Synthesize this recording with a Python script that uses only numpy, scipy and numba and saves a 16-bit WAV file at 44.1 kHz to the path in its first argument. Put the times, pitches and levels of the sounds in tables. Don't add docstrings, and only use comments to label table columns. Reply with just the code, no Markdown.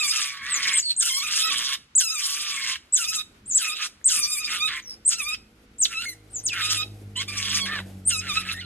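import sys
import numpy as np
from scipy import signal
from scipy.fft import rfft, irfft, next_fast_len
from scipy.io import wavfile
from scipy.ndimage import uniform_filter1d
from numba import njit

SR = 44100
rng = np.random.default_rng(int(sys.argv[2]) if len(sys.argv) > 2 else 0)


def transcribe(u):
    v = np.clip(np.atleast_2d(u).T, -1, 1)
    q = np.round(v * 32767).astype(np.int16)
    wavfile.write(sys.argv[1], SR, q)


N = 381447

# start t/s, length t/s, first f/Hz, top f/Hz, last f/Hz, first level/dB, peak level/dB,
# top at [share of length], loudest at [share of length],
# fall shape [power: over 1 hangs then drops, under 1 drops then levels off], raggedness [-]
WHISTLES = [(0.499, 0.1067, 7900, 8360, 4870, -40.5, -24, 0.238, 0.258, 0.86, .3),
            (0.729, 0.0833, 6720, 8515, 5514, -24.5, -18, .42, 0.676, 1.89, .3),
            (.4, .22, 1500, 2020, 1950, -47, -40, .7, .7, 1.0, 1.2),
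            (0.823, 0.1146, 4600, 4492, 4019, -30.5, -24.5, 0.212, 0.812, 0.96, .15),
            (0.962, 0.0698, 6600, 8684, 2770, -28, -19, .38, 0.567, 2.1, .5),
            (1.951, .067, 6300, 8206, 3190, -18, -15.5, 0.237, 0.5, 1.65, .45),
            (2.923, 0.06, 7200, 8052, 2670, -22.5, -17, 0.244, 0.547, 2.465, .6),
            (3.455, 0.1042, 6700, 8920, 5880, -51.5, -23, .36, 0.65, 0.488, .25),
            (3.536, 0.058, 6600, 7900, 3136, -30, -12.5, .5, 0.36, 2.6, .4),
            (4.042, 0.062, 6300, 8379, 3072, -23.5, -13.5, 0.29, .38, 2.55, .6),
            (4.82, 0.139, 7130, 5974, 4930, -53, -37, 0.174, 0.66, 0.815, .15),
            (5.049, 0.07, 6800, 8400, 3350, -26, -17.5, 0.35, 0.5, 3.2, 1.1),
            (5.782, 0.084, 6800, 8500, 2240, -38, -14, .22, .47, 1.6, .35),
            (6.295, 0.1145, 6600, 9076, 5748, -66, -28.5, .3, 0.6, 0.56, .3),
            (6.425, 0.0745, 6800, 9230, 2700, -62, -19, .3, 0.498, 1.154, .2),
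            (6.493, 0.046, 3100, 2450, 2400, -34, -28, 0.75, .85, 1.57, .1),
            (7.655, .157, 1550, 1802, 1295, -35, -34, .45, 0.88, 2.6, .5),
            (8.051, 0.0629, 7600, 8910, 4039, -40, -14.5, .5, 0.49, 2.385, .45)]
RISE_POWER = 2.1
ENDING_DB = -17
BEATEN_BELOW_HZ, BEATEN_DB = 2000, -3

# t/s, f/Hz
FOLDS = [(0, 1270), (.09, 1111), (.135, 1300), (.22, 1171), (.43, 1100), (.5, 1169), (.65, 1109),
         (.8, 1061), (1.0, 1800), (1.03, 1430), (1.08, 1390), (1.105, 1035), (1.168, 1075), (1.194, 1150),
         (1.206, 1080), (1.24, 1231), (1.27, 1221), (1.4, 1270), (1.495, 1310), (1.51, 1130), (1.75, 1101),
         (1.99, 2100), (2.01, 1560), (2.052, 1314), (2.072, 1318), (2.088, 1234), (2.112, 1301),
         (2.146, 1284), (2.17, 1187), (2.2, 1200), (2.24, 1109), (2.45, 1200), (2.62, 1084), (2.77, 1060),
         (2.96, 2150), (2.978, 1620), (3.0, 1403), (3.058, 1226), (3.088, 1270), (3.122, 1290),
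         (3.154, 1314), (3.174, 1258), (3.22, 1260), (3.57, 2200), (3.595, 1612), (3.636, 1282),
         (3.652, 1226), (3.67, 1282), (3.704, 1206), (3.736, 1248), (3.87, 1239), (4.08, 2200),
         (4.098, 1619), (4.13, 1330), (4.185, 1180), (4.2, 1215), (4.244, 1170), (4.342, 1250),
         (4.364, 1128), (4.412, 1250), (4.458, 1247), (4.475, 1180), (4.55, 1280), (4.6, 1180),
         (4.62, 1230), (4.675, 1280), (4.72, 1070), (4.8, 1039), (5.105, 1389), (5.15, 1322), (5.176, 1387),
         (5.238, 1136), (5.288, 1247), (5.304, 1237), (5.328, 1284), (5.345, 1269), (5.9, 1347),
         (5.95, 1321), (5.976, 1280), (5.996, 1375), (6.015, 1375), (6.03, 1440), (6.052, 1381),
         (6.058, 2183), (6.13, 1995), (6.53, 1387), (6.56, 1423), (6.6, 1272), (6.68, 1246), (6.72, 1300),
         (6.78, 1240), (6.83, 1264), (7.155, 970), (7.23, 1140), (7.28, 1204), (7.5, 1073), (7.58, 1197),
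         (7.62, 1106), (7.67, 1100), (7.74, 1278), (7.81, 970), (8.09, 1900), (8.11, 1466), (8.16, 1260),
         (8.21, 1270), (8.25, 1414), (8.32, 1184), (8.37, 1299), (8.44, 1233), (8.5, 1309), (8.538, 1264),
         (8.544, 1905), (8.57, 1800), (8.605, 2071), (8.613, 1495), (8.65, 1372)]
# t/s, level/dB below the treble split, treble level/dB, mouth resonance f/Hz
SCREAMS = [
    [(0, -24.5, -30.5, 2550), (.05, -28, -26, 2605), (.105, -34, -23.5, 2700), (.14, -28.5, -27.5, 2820),
     (.2, -28, -26.5, 2610), (.28, -33.5, -34, 2450), (.39, -40.5, -54.5, 1680), (.46, -33.5, -42.5, 1880),
     (.55, -32, -43.5, 1930), (.63, -29, -31.5, 2110), (.68, -24, -28.5, 2240), (.74, -28, -34, 2275),
     (.795, -31, -34, 2306)],
    [(1.0, -45, -40, 4000), (1.03, -28, -18, 3090), (1.046, -35.5, -28, 2950), (1.09, -27.5, -21.5, 3060),
     (1.12, -31, -25, 3210), (1.2, -31.5, -29, 3005), (1.23, -30.5, -31, 2640), (1.29, -30.5, -33.5, 2750),
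     (1.37, -30, -23, 2780), (1.41, -26, -21.5, 3220), (1.46, -25, -31, 3210), (1.53, -26, -31, 2890),
     (1.64, -31.5, -31, 3074), (1.735, -27.5, -30.5, 3220), (1.755, -30.5, -40, 3220)],
    [(1.99, -45, -35, 4200), (2.01, -28, -20.5, 3030), (2.04, -35, -26.5, 2906), (2.09, -36, -28.5, 2630),
     (2.15, -33, -30, 2670), (2.19, -36, -30, 2770), (2.225, -32.5, -27, 3230), (2.3, -35, -27, 2920),
     (2.35, -34.5, -30.5, 2880), (2.43, -34.5, -32, 2950), (2.53, -31.5, -34, 2595), (2.62, -32, -35, 2270),
     (2.71, -28.5, -30, 2620), (2.765, -33.5, -44, 2600)],
    [(2.96, -42, -35, 4300), (2.975, -35, -24.5, 3060), (3.01, -32, -28.5, 2820), (3.05, -33, -28.5, 2780),
     (3.1, -36.5, -28.5, 2710), (3.135, -33.5, -29, 2880), (3.165, -35.5, -24, 3650),
     (3.195, -30, -38.5, 3760), (3.217, -32, -41.5, 3790)],
    [(3.57, -48, -38, 4400), (3.59, -37, -30, 3010), (3.635, -28.5, -29, 2620), (3.7, -30, -31.5, 2490),
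     (3.75, -34, -40.5, 2960), (3.785, -34.5, -44, 2640), (3.825, -27.5, -28.5, 2578),
     (3.87, -36, -35, 2630)],
    [(4.08, -46, -35, 4400), (4.095, -35.5, -27.5, 3080), (4.11, -31, -22.5, 3060),
     (4.14, -32.5, -22.5, 2940), (4.19, -33, -21.5, 2720), (4.295, -39, -28.5, 2510),
     (4.34, -36.5, -25, 2530), (4.42, -33.5, -32.5, 2530), (4.47, -33.5, -33.5, 2520),
     (4.55, -27.5, -33, 2610), (4.595, -35.5, -37.5, 2910), (4.625, -23, -37.5, 2660),
     (4.665, -24, -34.5, 2470), (4.71, -31.5, -48.5, 1980), (4.77, -31.5, -41.5, 2020),
     (4.8, -37.5, -48.5, 2040)],
    [(5.105, -44.5, -12, 2830), (5.125, -29.5, -28, 2800), (5.175, -43.5, -37, 2580),
     (5.205, -27, -31, 2550), (5.245, -40.5, -35, 2360), (5.278, -29, -34.5, 2450), (5.335, -30, -31, 2990),
     (5.352, -34.5, -44, 3180)],
    [(5.85, -60, -50, 3000), (5.87, -52, -43, 2500), (5.9, -49, -46, 2120), (5.92, -34.5, -43, 2150),
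     (5.95, -33.5, -37.5, 2450), (5.975, -27, -45.5, 2600), (6.008, -32.5, -33.5, 2630),
     (6.03, -33, -45.5, 2630), (6.06, -34.5, -39, 2210), (6.09, -34.5, -34, 2170),
     (6.135, -47.5, -43.5, 2155)],
    [(6.53, -34, -32, 2510), (6.56, -30.5, -42.5, 1900), (6.6, -28, -40, 1800), (6.632, -25.5, -28.5, 2610),
     (6.68, -29.5, -35, 2740), (6.715, -26.5, -24, 3045), (6.76, -31, -28.5, 2890),
     (6.795, -29, -32.5, 2850), (6.835, -27.5, -44.5, 3160)],
    [(7.155, -42, -55.5, 3020), (7.166, -28.5, -41.5, 3040), (7.22, -28.5, -31.5, 2950),
     (7.238, -40, -45, 2970)],
    [(7.28, -34, -35.5, 2447), (7.345, -38, -42.5, 2490), (7.375, -32.5, -31.5, 2630),
     (7.5, -29.5, -34.5, 3150), (7.54, -28.5, -27.5, 2800), (7.572, -28.5, -23.5, 2520),
     (7.6, -29, -30.5, 2780), (7.612, -28.5, -36, 3330), (7.652, -30, -40, 3300), (7.672, -31.5, -41, 1780),
     (7.7, -34.5, -48, 1766), (7.74, -30.5, -49, 1750), (7.765, -38, -50, 1230), (7.812, -42, -57.5, 1020)],
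    [(8.09, -44, -35, 3200), (8.11, -28, -31, 2830), (8.155, -29.5, -29.5, 2600), (8.2, -36, -31.5, 2520),
     (8.22, -40, -53.5, 2430), (8.26, -38, -48.5, 1750), (8.303, -26, -37, 2430), (8.35, -35, -36, 2450),
     (8.375, -17.5, -34.5, 2580), (8.4, -33, -32.5, 2620), (8.44, -41.5, -57.5, 2400),
     (8.465, -37, -49, 1800), (8.505, -26, -36, 2590), (8.545, -39.5, -41, 1960), (8.6, -34.5, -54.5, 2150),
     (8.649, -43.5, -68.5, 2600)],
]
# f/Hz, level/dB
THROAT = [(300, -48), (850, -11), (1030, -3.5), (1300, 1.5), (1700, 6.5), (2400, -0.5), (3300, 2),
          (4200, 4.5), (5000, -1), (6500, -9.5), (8000, -11.5), (10000, -13.5), (11500, -12),
          (13000, -10.5)]
MOUTH_DB, MOUTH_WIDTH_HZ, HARSH_WIDENS = 8.5, 430, .9
HARSH, SETTLE_S = .85, .015
# start t/s, end t/s, roughness [0-1]
CLEARER = [(0, .125, .25), (.24, .42, .55), (1.0, 1.095, .95), (1.095, 1.19, .22), (1.19, 1.27, .35),
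           (1.27, 1.43, .7), (1.43, 1.51, .17), (2.0, 2.035, .75), (2.035, 2.19, .16), (2.19, 2.64, .67),
           (2.975, 3.055, .55), (3.055, 3.125, .3), (3.15, 3.28, .25), (3.595, 3.69, .5), (3.69, 3.755, .3),
           (3.755, 3.79, .6), (3.79, 3.88, 1.0), (4.1, 4.2, .6), (4.2, 4.47, .27), (4.595, 4.68, .05),
           (5.15, 5.25, .28), (5.25, 5.345, .14), (5.945, 6.015, .17), (6.015, 6.055, .55),
           (6.055, 6.13, .2), (6.62, 6.66, .35), (6.66, 6.695, .5), (6.775, 6.87, .15), (7.15, 7.21, .3),
           (7.27, 7.33, .4), (7.33, 7.59, .95), (7.6, 7.66, .12), (7.76, 7.83, .27), (8.125, 8.21, .15),
           (8.29, 8.345, .2), (8.358, 8.4, .25), (8.54, 8.65, .4)]
# t/s, depth [0-1]
ALTERNATE = [(1.445, 0), (1.46, .4), (1.498, .4), (1.505, 0)]
RELEASE_DB_PER_S, EDGE_S = 2500, .007

# t/s, envelope peak level/dB, ring f/Hz
TICKS = [(4.0138, -45, 1800), (5.0883, -15, 8000)]
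TICK_S = .0006

# t/s, peak level/dB, time to fade 10 dB either side t/s
LOW_SWELLS = [(.04, -55.5, 0.074), (.21, -52.5, 0.0425), (.68, -54, 0.18), (1.08, -51, 0.01),
              (1.5, -53, 0.1465), (2.4, -59.5, 0.13), (2.7, -57, 0.01), (3.66, -64, 0.17),
              (4.17, -52, 0.03), (4.55, -56, 0.0266), (7.44, -48, 0.01), (7.68, -48, 0.09),
              (7.78, -46, 0.0731)]
# t/s, level/dB
NEARING = [(0, -77.5), (2, -78), (3.1, -66), (5.7, -66), (6.7, -54), (7.6, -55.5), (8.65, -56.5)]
# f/Hz, level/dB per Hz
LOW_NOISE_COLOUR = [(120, -36.5), (250, -5), (320, -1.5), (500, -7.5), (800, -8.5), (1000, -24)]

# t/s, firing f/Hz, second multiple level/dB, fourth multiple level/dB
ENGINE = [(4.2, 54.36, -82.5, -81), (4.5, 54.35, -69.5, -67), (5.7, 53.47, -71.5, -66),
          (6.07, 52.65, -61.5, -74.5), (6.4, 51.94, -51.5, -72.5), (6.9, 51.55, -42, -59.5),
          (7.37, 49.53, -43.5, -48), (7.8, 47.94, -45, -43), (8.13, 47.04, -43, -49),
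          (8.65, 45.14, -48, -48)]
# multiple [-], level/dB when near, share of the second's swell that it follows [0-1]
ENGINE_ORDERS = [(1, -57, .25), (3, -60, .6), (5, -64.5, .4), (6, -58.5, 0.36), (7, -66, 0.65),
                 (8, -67.5, 0.36), (9, -63.5, 0.3)]

# t/s, f/Hz, level/dB
HUM = [(0, 142.7, -65.5), (1.5, 138.5, -71), (2.3, 146.3, -83.5), (8.65, 139.7, -99.5)]
# t/s, level/dB
RUMBLE_LEVEL = [(0.0, -63), (8.65, -58)]
# f/Hz, level/dB per Hz
RUMBLE_COLOUR = [(12, -29.5), (20, -9.5), (71, -0.5), (147, -8.5), (218, -3), (270, -7.5), (471, -18.5),
                 (1000, -47.5), (1300, -57.5), (2200, -120)]
# f/Hz, level/dB per Hz
HISS_COLOUR = [(240, -47.5), (400, -29.5), (470, -12.5), (680, -27), (860, -13.5), (1510, -8), (1640, -13),
               (2240, -11), (4960, -19), (9000, -28), (13500, -40)]
HISS_DB = -61.5

# f/Hz, right behind left [radians]
STEREO_PHASE = [(100, 0), (2000, .15), (2900, .5), (3700, 2.4), (4800, 2.9), (5500, 3.2), (6200, 4.2),
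                (7000, 5.7), (8300, 6.28), (9600, 6.7), (10400, 7.8), (11200, 9.3), (13500, 9.42)]
# f/Hz, left minus right level/dB
STEREO_BALANCE = [(100, 0), (700, -1.5), (2500, -0.01), (3500, -8.5), (4500, -2), (6000, 1)]
YARD_T60_S, YARD_DB, YARD_ABOVE_HZ = .33, -16.5, 900
APART_T60_S, APART_DB, APART_ABOVE_HZ = .08, -9, 2000
CUTOFF_HZ = 13835


def whistles(octave_db=-14, waver=0.0091, flutter_db=3.0, air_db=-16, fray_hz=700, burst_db=-21, burst_s=.015):
    out = np.zeros(N)
    wobble, flutter, fray = drift(140), drift(130), drift(fray_hz)
    folds_phase = running_phase(in_time(sorted(FOLDS))[0])
    throaty = rms_one(filtered(coloured(rng.standard_normal(N), THROAT), 2, 2200, "high"))
    bright = rms_one(filtered(rng.standard_normal(N), 2, [5500, 11000], "band"))
    air = throaty * 0.3 + bright
    for (start_s, length_s, first_hz, top_hz, last_hz, first_db, peak_db,
         top_at, loud_at, fall, ragged) in WHISTLES:
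        at = np.arange(int(start_s * SR), int((start_s + length_s) * SR))
        progress = np.linspace(0, 1, len(at))
        top_at, loud_at = np.clip([top_at, loud_at], .05, .95)
        pitch_hz = arch(progress, top_at, first_hz, top_hz, last_hz, RISE_POWER, np.clip(fall, .3, 4))
        level_db = arch(progress, loud_at, first_db, peak_db, peak_db + ENDING_DB, 1.02, 1.46)

        wobbling = 1 + waver * (.6 + 3 * progress ** 2) * wobble[at]
        phase = running_phase(pitch_hz * wobbling)
        tone = np.sin(phase) + amp(octave_db) * np.sin(2 * phase)
        if top_hz < BEATEN_BELOW_HZ:
            upper_lines = np.sin(phase + folds_phase[at]) + np.sin(phase + 2 * folds_phase[at])
            tone = tone + amp(BEATEN_DB) * progress ** 2 * upper_lines

        frayed = np.clip(1.5 * ragged * progress ** 3.5, 0, 1)
        tone = np.sqrt(2) * tone * (np.sqrt(1 - frayed) + np.sqrt(frayed) * fray[at])
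        gain = amp(level_db + flutter_db * flutter[at]) * signal.windows.tukey(len(at), .11)
        out[at] += gain * (tone + amp(air_db) * progress ** 2 * air[at])

        near = np.arange(at[0], min(at[-1] + SR // 10, N))
        burst = np.exp(-((near - at[-1]) / SR / burst_s) ** 2)
        burst = burst * np.minimum((near - at[0]) / len(at), 1)
        out[near] += amp(peak_db + burst_db) * np.clip(ragged, 0, 1) * burst * throaty[near]
    return out


def arch(progress, at, first, top, last, rise, fall):
    rising = top + (first - top) * np.abs(1 - progress / at) ** rise
    falling = top + (last - top) * np.abs((progress - at) / (1 - at)) ** fall
    return np.where(progress < at, rising, falling)


def screams(wobble=.011, jitter=.035, slip_rad=.6, shimmer=.2, treble_air_db=-13,
            flap_hz=150, flap=.35, flap_rad=.6, flap_waver=.05,
            breath_db=-5.5, rasp_db=1.6, uneven_db=5.5, core=.2, flicker_db=2.5, split_hz=4900):
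    (rate_hz,) = in_time(sorted(FOLDS))
    low_db, treble_db, mouth_hz = in_time(sorted(tuple(row) for rows in SCREAMS for row in rows))
    (alternate,) = in_time(ALTERNATE)
    rough = roughness() * amp(rasp_db * drift(18))

    phase = running_phase(rate_hz * (1 + wobble * drift(45) + jitter * rough * drift(150)))
    slipped = phase + slip_rad * rough ** 1.282 * drift(605)
    flapping = running_phase(flap_hz * (1 + flap_waver * drift(14) + 3 * flap_waver * drift(2)))
    slipped = slipped + flap_rad * rough * np.sin(flapping)

    uneven = amp(uneven_db * drift(23))
    pulses = np.zeros(N)
    for k in range(2, 12):
        harmonic = np.cos(k * slipped + .4 * k * k) * (k * rate_hz < 15000)
        pulses += np.roll(uneven, 30011 * k) * harmonic
    slope_hz_per_s = np.gradient(rate_hz) * SR
    pulses = pulses + np.clip(1 + slope_hz_per_s / 18000, .15, 1) * np.cos(slipped)
    pulses = pulses * (1 + flap * rough * np.cos(flapping))
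    pulses = pulses * (1 + shimmer * rough * drift(400))
    pulses = pulses * (1 + alternate * np.cos(phase / 2))
    pulses = pulses + core * rough * uneven * np.cos(phase)

    air = rng.standard_normal(N) * (1.6 + np.cos(slipped))
    voiced = coloured(pulses + amp(breath_db) * rough ** 1.4 * air, THROAT)

    low = signal.sosfiltfilt(signal.butter(4, split_hz, fs=SR, output="sos"), voiced)
    mouth_width_hz = MOUTH_WIDTH_HZ * (1 + HARSH_WIDENS * rough)
    low = low + amp(MOUTH_DB) * glide(low, mouth_hz, mouth_width_hz, SR)

    breathy = voiced + amp(treble_air_db) * rough * coloured(air, THROAT)
    flicker = amp(flicker_db * drift(16))
    treble = np.zeros(N)
    for k, edges_hz in enumerate([(split_hz, 7000), (7000, 9000), (9000, 11000), (11000, 15000)]):
        band = signal.sosfiltfilt(signal.butter(2, edges_hz, "band", fs=SR, output="sos"), breathy)
        treble += np.roll(flicker, 40009 * k) * band
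    cries = amp(low_db) * evened(low, 0.02) + amp(treble_db) * evened(treble, 0.081)
    return released_gate(SCREAMS, EDGE_S) * cries


def roughness():
    rough = np.full(N, HARSH)
    for start_s, end_s, value in CLEARER:
        rough[int(start_s * SR):int(end_s * SR)] = value
    return uniform_filter1d(rough, int(SETTLE_S * SR), mode="nearest")


@njit
def glide(x, hz, width_hz, sr):
    out, radius = np.zeros(len(x)), np.exp(-np.pi * width_hz / sr)
    for i in range(2, len(x)):
        r = radius[i]
        driven = (1 - r * r) / 2 * (x[i] - x[i - 2])
        ringing = 2 * r * np.cos(2 * np.pi * hz[i] / sr) * out[i - 1] - r * r * out[i - 2]
        out[i] = driven + ringing
    return out


def ticks():
    out, t = np.zeros(N), np.arange(SR // 100) / SR
    for start_s, peak_db, ring_hz in TICKS:
        envelope = np.e * t / TICK_S * np.exp(-t / TICK_S)
        start = int(start_s * SR)
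        out[start:start + len(t)] += amp(peak_db) * envelope * np.sin(2 * np.pi * ring_hz * t)
    return out


def low_noise():
    t = np.arange(N) / SR
    own, shared = rng.standard_normal((2, N)), rng.standard_normal(N)
    power = amp(in_time(NEARING)[0]) ** 2
    for peak_s, peak_db, fade_s in LOW_SWELLS:
        power = power + amp(peak_db - 10 * np.abs(t - peak_s) / fade_s) ** 2
    noise = rms_one(coloured(shared + 0.76 * own, LOW_NOISE_COLOUR))
    return np.sqrt(power) * amp(2.7 * drift(12)) * noise


def engine(waver_db=2.5):
    firing_hz, second_db, fourth_db = in_time(ENGINE)
    swell_db = second_db - second_db.max()
    levels = [(2, second_db), (4, fourth_db)]
    levels += [(round(k), near_db + share * swell_db) for k, near_db, share in ENGINE_ORDERS]
    phase = running_phase(firing_hz * (1 + 0.00401 * drift(7.4)))
    waver = amp(waver_db * drift(8.6))
    tones = np.zeros(N)
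    for k, db in levels:
        tones += amp(db) * np.roll(waver, 20011 * k) * np.sin(k * phase - k)
    return np.sqrt(2) * tones * uniform_filter1d(inside([ENGINE]), int(.4 * SR) + 1)


def hum():
    hz, db = in_time(HUM)
    return np.sqrt(2) * amp(db + 3.1 * drift(4.4)) * np.sin(running_phase(hz))


def rumble():
    noise = rms_one(coloured(rng.standard_normal(N), RUMBLE_COLOUR))
    return amp(in_time(RUMBLE_LEVEL)[0] + 3.5 * drift(3)) * noise


def hiss():
    noise = rms_one(coloured(rng.standard_normal((2, N)), HISS_COLOUR))
    return amp(HISS_DB + 0.98 * drift(7.5)) * noise


def yard(x):
    echoes = scatter(x, YARD_ABOVE_HZ, YARD_T60_S, channels=1)[0]
    reflections = scatter(x, APART_ABOVE_HZ, APART_T60_S, channels=2)
    return amp(YARD_DB) * stereo(echoes) + amp(APART_DB) * reflections


def scatter(x, above_hz, t60_s, channels):
    t = np.arange(SR // 3) / SR
    tail = rng.standard_normal((channels, len(t))) * amp(-60 * t / t60_s) * (t > .003)
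    tail = tail / np.sqrt(np.sum(tail ** 2) / channels)
    tail = filtered(tail, 4, above_hz, "high")
    return signal.fftconvolve(x[None], tail)[:, :N]


def stereo(x):
    size = next_fast_len(N)
    half = amp(at_hz(STEREO_BALANCE, size) / 2) * np.exp(.5j * at_hz(STEREO_PHASE, size))
    return irfft(rfft(x, size) * np.array([half, 1 / half]), size)[:, :N]


def amp(db):
    return 10 ** (np.asarray(db) / 20)


def rms_one(x):
    return x / np.sqrt(np.mean(x ** 2) + 1e-20)


def evened(x, span_s):
    return x / np.sqrt(uniform_filter1d(x ** 2, int(span_s * SR)) + 1e-12)


def in_time(rows):
    s, *columns = np.transpose(rows)
    return [np.interp(np.arange(N) / SR, s, column) for column in columns]


def running_phase(hz):
    return 2 * np.pi * np.cumsum(hz) / SR


def at_hz(points, size):
    hz = np.maximum(np.fft.rfftfreq(size, 1 / SR), 1)
    table_hz, values = np.array(points).T
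    return np.interp(np.log(hz), np.log(table_hz), values)


def coloured(x, spectrum):
    size = next_fast_len(N)
    return irfft(rfft(x, size) * amp(at_hz(spectrum, size)), size)[..., :N]


def filtered(x, order, hz, kind):
    return signal.sosfilt(signal.butter(order, hz, kind, fs=SR, output="sos"), x)


def drift(rate_hz):
    return rms_one(filtered(rng.standard_normal(N + SR), 2, rate_hz, "low")[SR:])


def inside(tables):
    gate = np.zeros(N)
    for rows in tables:
        gate[int(rows[0][0] * SR):int(rows[-1][0] * SR) + 2] = 1
    return gate


def released_gate(tables, edge_s):
    last_inside = np.maximum.accumulate(inside(tables) * np.arange(N))
    since_s = (np.arange(N) - last_inside) / SR
    return uniform_filter1d(amp(-RELEASE_DB_PER_S * since_s), int(edge_s * SR) + 1)


def scene():
    pups = whistles() + screams() + ticks()
    spread = stereo(pups + engine() + hum() + rumble())
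    return spread + yard(pups) + low_noise() + hiss()


def record(dry):
    return signal.sosfilt(signal.cheby2(14, 60, CUTOFF_HZ, fs=SR, output="sos"), dry)


dry = scene()
out = record(dry)
transcribe(out)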